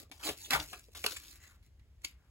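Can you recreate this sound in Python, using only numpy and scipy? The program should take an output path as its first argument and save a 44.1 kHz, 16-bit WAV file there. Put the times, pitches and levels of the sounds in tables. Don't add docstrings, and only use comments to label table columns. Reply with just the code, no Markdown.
import sys
import numpy as np
from scipy import signal
from scipy.fft import rfft, irfft
from scipy.io import wavfile
from scipy.ndimage import uniform_filter1d

SR = 44100
rng = np.random.default_rng(int(sys.argv[2]) if len(sys.argv) > 2 else 0)


def boost_factor(decibels):
    exponent = np.asarray(decibels, float) / 20
    return 10 ** exponent


def dump_mix(stems):
    frames = np.atleast_2d(stems).T
    limited = np.clip(frames, -1, 1)
    pcm = np.round(limited * 32767).astype(np.int16)
    wavfile.write(sys.argv[1], SR, pcm)


N = 101430


def evened(x):
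    return x / np.sqrt(np.mean(x ** 2) + 1e-20)


def read_curve(points, hz):
    point_hz, value = np.transpose(points)
    return np.interp(np.log(hz + 1), np.log(point_hz + 1), value)


def colour(x, spectrum):
    log_gain = np.log(boost_factor(read_curve(spectrum, abs(np.fft.fftfreq(4096, 1 / SR)))))
    minimum_phase = np.exp(log_gain - 1j * signal.hilbert(log_gain).imag)
    taps = np.fft.ifft(minimum_phase).real[:2048]
    return signal.oaconvolve(x, taps / np.linalg.norm(taps))[:N]


def sheet_resonance(x, hz, q):
    carrier = np.exp(2j * np.pi * np.cumsum(hz) / SR)
    shifted_down = x / carrier
    out = np.zeros(N)
    for centre_hz in np.geomspace(250, 8000, 6):
        octaves_off = abs(np.log2(np.clip(hz, 250, 8000) / centre_hz))
        share = np.clip(1 - octaves_off, 0, 1)
        r = np.exp(-np.pi * centre_hz / q / SR)
        smoothed = signal.lfilter([(1 - r) ** 2], [1, -2 * r, r * r], shifted_down)
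        out += share * (carrier * smoothed).real * np.sqrt(8 / (1 - r))
    return out


def grains(per_s, spread_db):
    size = boost_factor(spread_db * np.minimum(rng.exponential(1, N), 3.5))
    sign = rng.choice([-1., 1.], N)
    return evened(size * sign * (rng.random(N) < per_s / SR))


# pitch_hz, likeness (0 to 1)
PORT_LIKENESS = [(60, .98), (300, .88), (1000, .7), (2500, .35), (5000, .15), (6800, .95), (8500, .999),
                 (16000, .999)]


def half_alike(left, other, hz):
    same = np.clip(read_curve(PORT_LIKENESS, hz), 0, 1)[:, None]
    return np.array([left, same * left + np.sqrt(1 - same ** 2) * other])


# pitch_hz, level_db (per Hz)
AIR_HISS = [(20, -42), (40, -24), (65, -0.5), (158, -18), (1100, -38), (2100, -36), (8000, -45),
            (16000, -48.5)]
HISS_DB = -65
HUM_HZ, HUM_WIDTH_HZ, HUM_DB = 67, 9.2, -69.5


def room_tone():
    frames, hz = N // 512 + 5, np.fft.rfftfreq(2048, 1 / SR)
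    a, b, c, d = rng.standard_normal((frames, 1025, 4)).T
    noise = half_alike(a + 1j * b, c + 1j * d, hz)

    def shaped(gain):
        return evened(signal.istft(noise * gain[:, None], nperseg=2048, noverlap=1536)[1][:, :N])

    hiss = shaped(boost_factor(read_curve(AIR_HISS, hz)))
    hum = shaped(1 / (1 + ((hz - HUM_HZ) / HUM_WIDTH_HZ) ** 4))
    return boost_factor(HISS_DB) * hiss + boost_factor(HUM_DB) * hum * boost_factor([[.6], [-.6]])


# pitch_hz, t60_s
TAIL_DECAY = [(200, 0.14), (2000, 0.23), (8000, 0.12), (16000, 0.05)]
TAIL_DB = -12


def room_tail(x):
    length = SR // 2
    taps = np.zeros((2, length))
    at = np.arange(40, length - 20, 20)
    at = at + rng.integers(0, 20, (2, len(at)))
    np.put_along_axis(taps, at, rng.choice([-1., 1.], at.shape), 1)
    hz, t, z = signal.stft(taps, SR, nperseg=256)
    decay = boost_factor(-60 * t / read_curve(TAIL_DECAY, hz)[:, None])
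    tail = signal.istft(half_alike(z[0], z[1], hz) * decay, SR, nperseg=256)[1][:, :length]
    tail = boost_factor(TAIL_DB) * tail / np.linalg.norm(tail[0])
    return signal.fftconvolve(x[None], tail, axes=1)[:, :N]


SCATTER_S, MOVE_S = .0012, .04


def camera_scatter(x):
    t, other = np.arange(N) / SR, np.zeros(N)
    same = np.clip(read_curve(PORT_LIKENESS, np.fft.rfftfreq(N, 1 / SR)), 0, 1)
    for at in np.arange(0, t[-1] + MOVE_S, MOVE_S):
        scatter = rng.standard_normal(400) * np.exp(-t[:400] / SCATTER_S)
        window = np.cos(np.pi / 2 * np.clip((t - at) / MOVE_S, -1, 1))
        other += signal.oaconvolve(x * window, scatter / np.linalg.norm(scatter))[:N]
    shared = rfft(x) * np.sqrt((1 + same) / 2)
    differing = rfft(other) * np.sqrt((1 - same) / 2)
    return irfft(shared + np.array([[1], [-1]]) * differing, N)


# start_s, level_db, pitch_hz, t60_s
THUMPS = [(.11, -51, 283, 0.086), (0.302, -44.5, 74.5, 0.11), (0.309, -58, 145, 0.11),
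          (0.505, -44.5, 265, 0.27), (0.536, -42, 143.6, 0.32), (0.547, -42, 63.5, 0.27),
          (0.598, -38, 81.2, 0.075), (.635, -46.5, 59, 0.12), (1.044, -53, 82, 0.26),
          (1.046, -31, 458, 0.025), (1.064, -38, 422, 0.084), (1.127, -48.5, 520, 0.052),
          (1.54, -71.5, 66.1, .15), (1.81, -48.5, 65.8, 0.22)]
THUMP_RISE_TURNS = 0.37


def table_thumps():
    t, out = np.arange(N) / SR, np.zeros(N)
    for start_s, level_db, hz, t60_s in THUMPS:
        u = np.maximum(t - start_s, 0)
        rise = np.minimum(u * hz / THUMP_RISE_TURNS, 1)
        out += rise * boost_factor(level_db - 60 * u / t60_s) * np.sin(2 * np.pi * hz * u)
    return out


# start_s, length_s, pitch_hz, level_db
TAUT_PATCHES = [(0, 0.075, 1223, -67), (.112, .04, 800, -60.5), (.2, .03, 920, -61),
                (.245, .07, 331, -50.5), (.265, .03, 4030, -41), (.243, .02, 7300, -43.5),
                (.4, .09, 870, -71), (.43, .045, 6700, -51.5), (.445, .03, 3510, -48),
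                (.51, .06, 1720, -43), (.53, .05, 990, -49), (0.587, 0.092, 295, -55.5),
                (.53, .05, 770, -39), (.532, .018, 3300, -40), (0.728, 0.059, 397, -61),
                (.728, .04, 743, -56), (.728, .03, 2510, -48.5), (1.04, .02, 2320, -47.5),
                (1.063, .025, 2670, -44), (1.0623, .012, 4370, -36), (1.063, .03, 1400, -44.5),
                (1.162, 0.016, 3540, -52), (1.164, .018, 7600, -46), (2.015, .01, 2100, -70),
                (1.39, .15, 2000, -68.5), (1.4, .14, 6950, -66), (1.48, .1, 1440, -74),
                (1.62, .07, 2030, -80.5), (1.79, .08, 2000, -80.5), (2.0455, .009, 2215, -42),
                (2.047, .008, 4400, -42), (2.045, .008, 7040, -41), (2.17, .13, 1576, -86.5)]
PATCH_Q = 8


def taut_patches():
    out = np.zeros(N)
    all_clicks = rng.laplace(size=(len(TAUT_PATCHES), 9000)) ** 3
    for (start_s, length_s, hz, level_db), clicks in zip(TAUT_PATCHES, all_clicks):
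        u = np.arange(0, min(length_s, .2), 1 / SR) / length_s
        b, a = signal.iirpeak(hz, PATCH_Q, SR)
        ringing = signal.lfilter(b, a, signal.lfilter(b, a, clicks))
        tone = evened(ringing[-len(u):]) * np.sin(np.pi * u ** .45)
        part = out[max(round(start_s * SR), 0):][:len(u)]
        part += boost_factor(level_db) * tone[:len(part)]
    return out


# start_s, peak_db, t60_s, body_db, body_pitch_hz
SNAPS = [(0.116, -37, 0.06, -8.5, 850), (0.195, -48.5, 0.11, -10, 950), (0.233, -36.5, 0.045, 6, 2560),
         (0.2445, -34, .03, -3, 3300), (0.266, -30, 0.018, 10, 3640), (0.274, -29, 0.047, -2, 3600),
         (.288, -22, 0.067, -5.5, 460), (0.459, -39.5, 0.03, -17, 3680), (0.5058, -15, 0.04, -15.5, 1900),
         (0.5322, -18, 0.06, 0, 2300), (0.555, -29, 0.086, -10, 1000), (.5985, -31, 0.035, 6, 3900),
         (.71, -55.5, 0.032, 15, 7300), (0.73, -35, 0.068, 3.5, 1400), (0.792, -47, 0.027, 8, 7900),
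         (0.883, -61.5, 0.048, 17.5, 393), (0.948, -39.5, 0.12, -2, 1310), (1.041, -25, 0.027, 3, 2280),
         (1.0625, -13, 0.024, -8, 1390), (1.12, -28.5, 0.024, -10, 1530), (1.15, -41.5, .04, -5, 7000),
         (1.162, -35.5, 0.058, -21, 3700), (1.166, -31, 0.032, -11, 3700), (1.268, -56, .05, -3, 2000),
         (1.43, -63, 0.035, -10, 2020), (1.626, -61.5, 0.087, -11.5, 2000), (1.796, -63, 0.038, -1, 2010),
         (2.017, -58, 0.034, 2, 7000), (2.0465, -25, 0.03, 1.5, 5300)]
# start_s, level_db
FIRST_CRACKS = [(0.115, -14.5), (0.2433, -18), (0.2673, -19), (0.2729, -9), (0.2877, -7), (0.5082, -14.5),
                (0.535, -6), (0.5415, -8), (.7315, -15.5), (0.952, -26), (1.0409, -1.5), (1.0629, 3),
                (1.0636, 3), (1.066, -13), (1.0745, -18.5), (.5992, -9), (.6025, -11), (2.048, -10),
                (1.796, -40.5)]
# pitch_hz, level_db (per Hz)
CRACK_COLOUR = [(200, -29.5), (700, -9.5), (2100, 2.5), (3300, 5), (4800, 0.5), (7200, -6.5), (11500, -2),
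                (16000, -42.5)]
SNAP_DB, SNAP_RISE_S, SNAP_GRAIN_DB, SNAP_Q = -8, .0014, 3.5, 1.5
BODY_SPREAD_DB = 1


def snaps():
    t = np.arange(N) / SR
    crisp, body, hz = np.zeros(N), np.zeros(N), np.full(N, 800.)
    for start_s, peak_db, t60_s, body_db, body_hz in SNAPS:
        u = np.maximum(t - start_s, 0)
        rise = np.minimum(u / SNAP_RISE_S, 1)
        shape = rise * boost_factor(peak_db + SNAP_DB - 60 * u / max(t60_s, .005))
        crisp += shape
        body += shape * boost_factor(body_db)
        hz[t >= start_s] = body_hz
    burst = crisp * grains(16000, SNAP_GRAIN_DB)
    for start_s, level_db in FIRST_CRACKS:
        burst[round(start_s * SR)] -= boost_factor(level_db - 11.5)
    knock = sheet_resonance(body * grains(13000, BODY_SPREAD_DB), hz, SNAP_Q)
    return colour(burst, CRACK_COLOUR), knock


# start_s, effort_db, body_db, body_pitch_hz
PEELS = [
    [(.13, -61, -12, 500), (.19, -65.5, -9, 1020), (.225, -55, 3, 1100), (.24, -39.5, -15, 830),
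     (.28, -36.5, -6, 566), (.31, -46, 1.5, 540), (.37, -63, -33.5, 620)],
    [(.499, -58.5, 0.5, 1810), (.515, -37, 3, 1508), (.545, -35.5, 6, 1396), (.565, -39.5, 4, 970),
     (.58, -47, 4, 830), (.62, -48.5, -7, 650), (.68, -54, -33, 382)],
    [(.951, -49.5, -10, 500), (1.03, -50, -24.5, 400), (1.047, -42, 2.5, 556), (1.08, -44, -17.5, 1040),
     (1.12, -43.5, -19.5, 1170), (1.155, -50, -21, 496), (1.2, -56, -23, 1400)],
    [(2.01, -79, -12.5, 2090), (2.035, -70.5, -1, 2100), (2.048, -41, -4.5, 2260), (2.065, -57, -31, 2170),
     (2.1, -62.5, -10.5, 1500), (2.16, -87, 4.5, 1160), (2.3, -85.5, 4.5, 1020)],
]
# start_s, effort_db, body_db, body_pitch_hz
SLIDES = [
    [(0.0, -48.5, -12.5, 314), (0.036, -61, -2, 310), (0.09, -91, 0, 325), (0.1, -67, 5, 333)],
    [(0.37, -53, -42, 333), (0.408, -51.5, -48, 343), (0.424, -51.5, -34, 330), (0.458, -48, -29, 419),
     (0.48, -54, -9, 348), (0.498, -53.5, -7, 335)],
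    [(0.68, -50.5, -50, 305), (0.718, -53, -13, 382), (0.802, -62.5, -9.5, 398), (0.832, -65, -38, 345),
     (0.91, -73.5, -16, 362), (0.94, -60, -11, 367)],
]
# start_s, effort_db, body_db, body_pitch_hz
SMOOTHING = [(1.2, -55, -11, 1620), (1.318, -54.5, -14, 1700), (1.364, -58.5, -8.5, 1660),
             (1.388, -68.5, -5.5, 1790), (1.428, -62.5, -1.5, 1820), (1.56, -69.5, -2, 1450),
             (1.59, -89.5, 3, 1550), (1.664, -72, -18, 1995), (1.75, -107, -11, 1796)]
# pitch_hz, level_db (per Hz)
RUB_COLOUR = [(150, -27.5), (300, 1), (800, -33), (2000, -5.5), (3800, 2), (7000, -4.5), (10000, -3.5),
              (16000, -7.5)]
GRAINS_PER_S, GRAIN_SPREAD_DB, CLUMP_DB, BODY_Q = 8300, 4, 2.5, 0.7


def rubbing():
    t = np.arange(N) / SR
    level, body, hz = np.zeros(N), np.zeros(N), np.full(N, 800.)
    for stroke in PEELS + SLIDES + [SMOOTHING]:
        s, effort_db, body_db, body_hz = np.transpose(stroke)
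        on = (t >= s[0]) & (t < s[-1])
        level[on] = boost_factor(np.interp(t[on], s, effort_db))
        body[on] = level[on] * boost_factor(np.interp(t[on], s, body_db))
        hz[on] = np.interp(t[on], s, body_hz)
    clumps = boost_factor(CLUMP_DB * evened(uniform_filter1d(rng.standard_normal(N), size=150)))
    fibre_clicks = evened(clumps * grains(GRAINS_PER_S, GRAIN_SPREAD_DB))
    body_clicks = evened(clumps * grains(GRAINS_PER_S, BODY_SPREAD_DB))
    return colour(level * fibre_clicks, RUB_COLOUR), sheet_resonance(body * body_clicks, hz, BODY_Q)


# pitch_hz, width_hz, level_db
MAT_ECHO = [(2000, 500, -1.5), (3300, 450, -7), (4400, 970, -0.5), (5630, 440, -1), (7000, 390, 3.5)]


def off_the_mat(fibres):
    hz = np.fft.rfftfreq(N, 1 / SR)
    gain_db = sum(db * np.exp(-((hz - centre_hz) / width_hz) ** 2) for centre_hz, width_hz, db in MAT_ECHO)
    return irfft(rfft(fibres) * boost_factor(gain_db), N)


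# pitch_hz, level_db (left over right)
LEFT_LEAN = [(200, 0.5), (700, 0.5), (1400, 3), (2800, 3), (5000, 1)]


def scene():
    fibres, bend = rubbing()
    crack, knock = snaps()
    paper = off_the_mat(fibres) + crack + bend + knock + taut_patches()
    lean = boost_factor(np.array([[.5], [-.5]]) * read_curve(LEFT_LEAN, np.fft.rfftfreq(N, 1 / SR)))
    at_ports = irfft(rfft(camera_scatter(paper) + room_tail(paper)) * lean, N)
    return at_ports + table_thumps() + room_tone()


def low_pass(x):
    return signal.sosfilt(signal.butter(12, 16990, fs=SR, output="sos"), x)


# pitch_hz, left_lead_radians
PORT_PHASE = [(0, 0), (900, 0), (2700, -1.6), (4500, -2.6), (7000, -2 * np.pi), (9250, -3 * np.pi),
              (13600, -5 * np.pi), (17000, -6.5 * np.pi)]
EDGE_HZ = 16250


def record(dry):
    hz = np.fft.rfftfreq(N, 1 / SR)
    left_turn = np.exp(1j * np.interp(hz, *np.transpose(PORT_PHASE)))
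    band = np.clip((EDGE_HZ - hz) / 500, 0, 1)
    mix = irfft(rfft(dry) * band * np.array([left_turn, np.ones_like(left_turn)]), N)
    return low_pass(mix)


dry = scene()
out = record(dry)
dump_mix(out)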